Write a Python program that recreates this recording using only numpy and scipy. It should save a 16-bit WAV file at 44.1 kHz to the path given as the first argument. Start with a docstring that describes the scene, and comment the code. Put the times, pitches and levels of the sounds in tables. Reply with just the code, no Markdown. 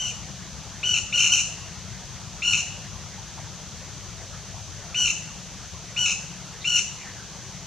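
"""A squawk already under way opens the scene: two woodpeckers squabble on a concrete post among trees.
Each cry is a harmonic stack that scoops up to a nasal note, sags and breaks into a rasping warble;
fixed throat and bill resonances colour it, and ground and trees throw it back as echoes and scatter.
Behind lie a low rumble, airy noise and a thin high hiss, all shaped from noise,
with a few faint far birds (gliding sines) and two soft knocks (decaying bursts of filtered noise)."""
import sys
import numpy as np
from scipy import signal
from scipy.fft import rfft, irfft, next_fast_len
from scipy.io import wavfile

SR = 44100
rng = np.random.default_rng(int(sys.argv[2]) if len(sys.argv) > 2 else 0)


def file_out(sig):
    """Save sig as 16-bit WAV at sys.argv[1]."""
    # one column per channel
    cols = np.atleast_2d(sig).T
    # limit, then scale
    lim = np.clip(cols, -1, 1)
    pcm = np.round(lim * 32767).astype(np.int16)
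    wavfile.write(sys.argv[1], SR, pcm)


N = 337806
TIME = np.arange(N) / SR


def from_db(db):
    """Decibels to amplitude gain."""
    return 10 ** (np.asarray(db) / 20)


def rms_one(x):
    """Scale to unit power."""
    return x / np.sqrt(np.mean(x ** 2) + 1e-20)


def at_hz(points, hz, axis=1):
    """Read one column of a table on a log-frequency axis."""
    points = np.array(points)
    return np.interp(np.log(np.maximum(hz, 1)), np.log(points[:, 0]), points[:, axis])


def drift(rate, size):
    """Smooth chance of unit rms: noise low-passed at about `rate` Hz."""
    count = 2 ** 15 if size < 2 ** 15 else next_fast_len(size)
    hz = np.fft.rfftfreq(count, 1 / SR)
    smooth = rfft(rng.standard_normal(count)) / (1 + (hz / rate) ** 4)
    return rms_one(irfft(smooth, count))[:size]


def panned(x, left_db):
    """Place a sound by the level difference, left minus right, in dB."""
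    return x * from_db(np.array([[.5], [-.5]]) * left_db)


def through(x, resonances):
    """Pass a short sound through the fixed resonances of a cavity."""
    hz = np.fft.rfftfreq(SR, 1 / SR)
    return irfft(rfft(x, SR) * from_db(at_hz(resonances, hz)), SR)[:len(x)]


# how alike surrounding sound is at the two ports: f/Hz, likeness (0 to 1)
SURROUND_LIKENESS = [(60, .88), (150, .9), (300, .86), (1000, .96), (3500, .95), (4400, .67), (5900, .24),
                     (8000, .12), (8600, .93)]
# which side surrounding sound leans to: f/Hz, left minus right level/dB
SURROUND_LEAN = [(60, 11), (120, 8.5), (240, 3.5), (470, 2.5), (940, 0), (1880, 1.0), (3730, 0),
                 (7430, 2.0), (14800, -2.5)]


def outdoor_noise(spectrum, size=N):
    """Coloured noise from all sides: a shared and an opposed part set the width; the mono sum has rms 1."""
    hz = np.fft.rfftfreq(size, 1 / SR)
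    mid, side = rfft(rng.standard_normal((2, size)))
    alike = np.clip(at_hz(SURROUND_LIKENESS, hz), 0, .99)
    pair = np.sqrt(1 + alike) * mid + np.sqrt(1 - alike) * side * np.array([[1], [-1]])
    pair /= np.sqrt(1 + alike)
    leaning = panned(pair, at_hz(SURROUND_LEAN, hz))
    out = irfft(leaning * from_db(at_hz(spectrum, hz)), size)
    return out / np.std(out.mean(axis=0))


# colour of the low roar: f/Hz, relative level/dB per Hz
RUMBLE_COLOUR = [(13, -47), (22, -24), (48, -6.5), (102, -1), (156, 0), (190, -0.5), (257, -19.5),
                 (300, -23.5), (390, -24), (660, -120)]
# the deep part holds and then sinks late on, centred on SINK_AT_S; the upper part eases off steadily
DEEP_DB, DEEP_SINK_DB, SINK_AT_S, SINK_TAKES_S = -45.3, 3.8, 6.1, .6
UPPER_DB, EASING_DB_PER_S = -44.1, .28
RUMBLE_SWELL_DB, RUMBLE_SWELL_HZ = .7, 1.9   # rms size and rate of the chance swells


def rumble(split_hz=115):
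    """Far-off low roar: dark noise whose deep and upper parts swell independently by chance."""
    roar = outdoor_noise(RUMBLE_COLOUR)
    deep = irfft(rfft(roar) * (np.fft.rfftfreq(N, 1 / SR) < split_hz), N)
    sunk = np.clip(.5 + (TIME - SINK_AT_S) / SINK_TAKES_S, 0, 1)
    deep_db = DEEP_DB - DEEP_SINK_DB * sunk
    upper_db = UPPER_DB - EASING_DB_PER_S * TIME
    out = np.zeros((2, N))
    for part, level_db in [(deep, deep_db), (roar - deep, upper_db)]:
        swell_db = RUMBLE_SWELL_DB * drift(RUMBLE_SWELL_HZ, N)
        out += part / np.std(part.mean(axis=0)) * from_db(level_db + swell_db)
    return out


# colour of the airy bed, also fed to the hiss: f/Hz, relative level/dB per Hz
AIR_COLOUR = [(160, -21), (270, -4), (495, -3), (566, -3), (669, -1), (1500, -4.5), (1830, -5), (2280, -6),
              (3250, -4), (4180, -5), (5560, -4), (6150, 1.5), (8470, -17.5), (12100, -28), (15000, -35)]


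def air(level_db=-42.76, stir_db=2.44, stir_hz=16.0):
    """Broad airy noise; ten bands in its middle range rise and fall independently."""
    edges = np.geomspace(260, 2300, 11)
    band_of = np.digitize(np.fft.rfftfreq(N, 1 / SR), edges)
    bins = rfft(outdoor_noise(AIR_COLOUR))
    # the bottom and top stay still
    out = irfft(bins * ((band_of == 0) | (band_of == len(edges))), N)
    for k in range(1, len(edges)):
        out += irfft(bins * (band_of == k), N) * from_db(stir_db * drift(stir_hz, N))
    return from_db(level_db) * out


def hiss(centre_hz=6070, width_hz=82, level_db=-55.5, waver_db=1.0, waver_hz=8.8):
    """Thin high hiss: a narrow band of noise whose level wavers."""
    edges = [centre_hz - width_hz / 2, centre_hz + width_hz / 2]
    band = signal.butter(1, edges, "band", fs=SR, output="sos")
    narrow = rms_one(signal.sosfilt(band, outdoor_noise(AIR_COLOUR)))
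    return narrow * from_db(level_db + waver_db * drift(waver_hz, N))


# soft far knocks: t/s, starting level/dB
KNOCK_TIMES = [(3.379, -39), (4.459, -50)]


def knocks(low_hz=600, high_hz=1150, t60=0.14):
    """Dull short taps some way off: band-passed noise that starts at once and dies exponentially."""
    bursts = sum(from_db(db - 60 * np.abs(TIME - s) / t60) * (TIME > s) for s, db in KNOCK_TIMES)
    band = signal.butter(2, [low_hz, high_hz], "band", fs=SR, output="sos")
    return bursts * rms_one(signal.sosfilt(band, rng.standard_normal(N)))


# faint far notes: t/s, length t/s, first f/Hz, last f/Hz, level/dB before the send to the trees
FAR_NOTES = [(6.593, 0.034, 3830, 3780, -43), (6.967, 0.076, 2436, 1930, -43),
             (7.026, 0.092, 1896, 1730, -43.5), (7.137, 0.106, 1520, 1447, -47)]


def far_birds(waver=0.1, waver_hz=199.4):
    """Soft falling notes: gliding sines in half-sine swells, blurred by a fast relative pitch waver."""
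    out = np.zeros(N)
    for start, length, first_hz, last_hz, level_db in FAR_NOTES:
        along = np.clip((TIME - start) / length, 0, 1)
        hz = (first_hz + (last_hz - first_hz) * along) * (1 + waver * drift(waver_hz, N))
        note = np.sin(2 * np.pi * np.cumsum(hz) / SR)
        out += from_db(level_db) * np.sin(np.pi * along) * note
    return out


# colour of the scatter from trunks and leaves: f/Hz, relative level/dB
SCATTER_COLOUR = [(1500, -5), (2800, -1), (3200, -8), (4200, 6.5), (6000, 2), (7200, 5), (9500, 8.5),
                  (14000, -9)]
# near reflections: delay t/s, left level/dB, right level/dB
NEAR_ECHOES = [(.0062, -7, -10), (0.0139, -7.5, -9.5), (0.025, -10.5, -17), (0.096, -36, -21)]


def among_trees(x, near_db=-8.5, near_t60=0.37, far_db=-12.5, far_t60=1.0, build_up_s=0.0072):
    """A few discrete reflections, plus diffuse scatter from leaves and far trunks as decaying noise."""
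    t = np.arange(SR) / SR
    build_up = 1 - np.exp(-t / build_up_s)
    tail = np.zeros(SR)
    for db, t60 in [(near_db, near_t60), (far_db, far_t60)]:
        tail += from_db(db) * rms_one(build_up * from_db(-60 * t / t60))
    response = outdoor_noise(SCATTER_COLOUR, size=SR) * tail / np.sqrt(SR)
    for delay, left_db, right_db in NEAR_ECHOES:
        response[:, int(delay * SR)] += from_db([left_db, right_db])
    return signal.fftconvolve(x[None], response, axes=1)[:, :N]


# how the two microphone ports hear the birds: f/Hz, left minus right level/dB, left lead/rad
PORT_DIFFERENCE = [(1500, 1, .02), (2800, 2.5, .07), (4420, -0.5, 0.013), (5850, 2.5, 0.67),
                   (7000, -2.5, 0.61), (9000, 0.2, .02)]


def from_the_post(x):
    """Set level and phase at the two ports for sound from the birds' side."""
    hz = np.fft.rfftfreq(N, 1 / SR)
    lead = np.exp(.5j * np.array([[1], [-1]]) * at_hz(PORT_DIFFERENCE, hz, axis=2))
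    return irfft(panned(rfft(x) * lead, at_hz(PORT_DIFFERENCE, hz)), N)


BURST_AFTER_S, BURST_DB = .013, 2.5   # just after the break the voice bursts back, low and loud
CATCH_S, CATCH_OCTAVES = .0045, .11   # width and pitch drop of one catch
STUMBLE_GAP_S, STUMBLE_DB = .036, 3.5   # mean gap and typical level dip of the later stumbles


def catches(t, breaks, dip_db):
    """Pitch drop (octaves) and level drop (dB): the voice breaks, bursts back, then stumbles unevenly."""
    gaps, depths = rng.uniform(.6, 1.4, (2, 8))
    falter = np.exp(-((t - breaks) / CATCH_S) ** 2)
    burst = np.exp(-((t - breaks - BURST_AFTER_S) / CATCH_S) ** 2)
    stumble_s = breaks + BURST_AFTER_S + STUMBLE_GAP_S * np.cumsum(gaps)
    stumbles = np.exp(-((t[:, None] - stumble_s) / CATCH_S) ** 2) @ depths
    drop_octaves = CATCH_OCTAVES * (burst + stumbles)
    drop_db = dip_db * falter - BURST_DB * burst + STUMBLE_DB * stumbles
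    return drop_octaves, drop_db


# resonances of the throat and open bill: f/Hz, gain level/dB
THROAT_RESONANCES = [(1100, -21.5), (1450, -21.5), (1750, -27), (2100, 1), (2500, 2), (2950, 1), (3100, -3),
                     (3280, -34), (3500, -4.5), (3900, -17.5), (4300, -16), (4700, -39)]
# upper resonances of the bill: f/Hz, gain level/dB
BILL_RESONANCES = [(4700, -30), (5100, -4), (5600, -5), (6100, 6), (6700, -0.5), (7500, -7), (7900, -18.5),
                   (8800, -26.5), (10200, -24), (11500, -35), (14500, -38)]
SWELL_DB, SWELL_S = 12, .017   # each cry starts this far down and swells with this time constant
DULL_START_DB, OPENING_S = 20, .008   # the overtones come in as the bill opens
BREAK_BRIGHT_DB, TIRING_BRIGHT_DB = 1, 3   # they gain when the voice breaks, and again towards the end


def squawk(start, end, pitch_hz, sag, breaks, dip_db, level_db, fade_db, bright_db,
           scoop=.45, scoop_s=.0065, warble_hz=46, clear_warble=0.031, rough_warble=.026,
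           clear_jitter=.015, rough_jitter=0.022, flutter=0.43, overtone_db=-1.5,
           clear_fray=0.035, rough_fray=0.1, rattle_hz=270, rattle_depth=0.55, turbulence_db=-37):
    """One cry of the syrinx: a harmonic stack swept through the fixed resonances of throat and bill."""
    inside = (TIME >= start) & (TIME < end)
    t = TIME[inside]
    age, size = t - start, len(t)
    rough = .5 + .5 * np.tanh((t - breaks - BURST_AFTER_S) / 0.013)   # 0 clear, 1 broken
    tiring = (age / (end - start)) ** 2

    # the pitch scoops up, sags, and warbles unevenly in arches with sharp dips between them
    cycle = np.cumsum(warble_hz * (1 + 0.1955 * drift(29.7, size))) / SR
    warble = np.pi * np.abs(np.sin(np.pi * cycle)) - 2
    octaves = -scoop * np.exp(-age / scoop_s) - sag * tiring
    octaves += warble * (clear_warble + rough * rough_warble)
    drop_octaves, drop_db = catches(t, breaks, dip_db)
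    jitter = drift(625, size) * (clear_jitter + rough * rough_jitter)
    octaves += jitter - drop_octaves
    phase = 2 * np.pi * np.cumsum(pitch_hz * 2 ** octaves) / SR
    # single cycles come early or late, which frays the high overtones most
    frayed = phase + drift(650, size) * (clear_fray + rough * rough_fray)

    # the membranes rattle and chop the tone into uneven pulses, hardest once the voice breaks
    rattle = np.sin(2 * np.pi * np.cumsum(rattle_hz * (1 + 0.196 * drift(110, size))) / SR)
    chop_log = rattle_depth * (0.22 + 0.75 * rough) * rattle
    chop_log += flutter * np.tanh(drift(126, size)) + 0.065 * warble
    chop = np.exp(chop_log)
    tone = sum(np.sin(k * phase) for k in range(1, 4))
    overtones = sum(np.sin(k * frayed) for k in range(4, 11))
    rasp = (0.51 + 1.07 * rough) * rng.standard_normal(size)

    # the throat favours the second harmonic, the bill the fourth and fifth
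    low = rms_one(through(tone * chop, THROAT_RESONANCES))
    high = rms_one(through((overtones * (1 - 0.24 * rough) + rasp) * chop, BILL_RESONANCES))
    strain_db = BREAK_BRIGHT_DB * rough + TIRING_BRIGHT_DB * tiring
    strain_db -= DULL_START_DB * np.exp(-age / OPENING_S)
    voice = low + high * from_db(bright_db + strain_db + overtone_db)
    turbulence = signal.lfilter([1], [1, -.85], rng.standard_normal(size))
    voice += from_db(turbulence_db) * (0.17 + rough) * turbulence

    # the cry swells quickly, fades as the bird tires and stops short
    effort_db = level_db - SWELL_DB * np.exp(-age / SWELL_S) - fade_db * tiring - drop_db
    gate = np.clip(age / 0.0022, 0, 1) * np.clip((end - t) / 0.0023, 0, 1)
    out = np.zeros(N)
    out[inside] = voice * gate * from_db(effort_db)
    return out


# the cries, before the trims on overtones and the pair: start t/s, end t/s, pitch f/Hz,
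# sag by the end/octaves, voice break t/s, dip at the break level/dB (negative: a rise), level/dB,
# fade by the end level/dB, overtones relative level/dB
CRIES = [(-.04, 0.116, 1510, 0.05, 0.055, -2, -28, 8, -3.5),
         (.829, 0.991, 1499, 0.078, 0.93, 12, -21, 3, -8),
         (1.124, 1.286, 1470, 0.035, 1.168, 6, -18.5, 5, -6),
         (1.292, 1.414, 1470, .05, 1.325, -4.5, -18.5, 6, -4.5),
         (2.419, 2.613, 1429, .04, 2.522, -2.5, -20, 7.5, -8),
         (4.943, 5.116, 1490, .12, 5.042, 0, -20.5, 5.5, -5.5),
         (5.961, 6.129, 1465, 0.12, 6.05, 2, -21.5, 5.5, -5.5),
         (6.642, 6.801, 1443, 0.031, 6.76, -5, -22, 2.5, -6)]


def squabble(trim_db=-0.68):
    """Every cry of the pair, each driven by its own breath, break and tiring."""
    return from_db(trim_db) * sum(squawk(*row) for row in CRIES)


def scene(far_birds_db=6.5):
    """The pair sits a little left of centre; the far birds arrive only as reflections and scatter."""
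    pair = squabble()
    birds = from_the_post(pair + among_trees(pair))
    far = from_db(far_birds_db) * among_trees(far_birds())
    return rumble() + air() + hiss() + knocks() + far + birds


def record(dry, cutoff_hz=15000):
    """Cut the top steeply with an elliptic low-pass."""
    steep = signal.ellip(10, .1, 80, cutoff_hz, fs=SR, output="sos")   # ripple and stopband in dB
    return signal.sosfilt(steep, dry)


dry = scene()
out = record(dry)
file_out(out)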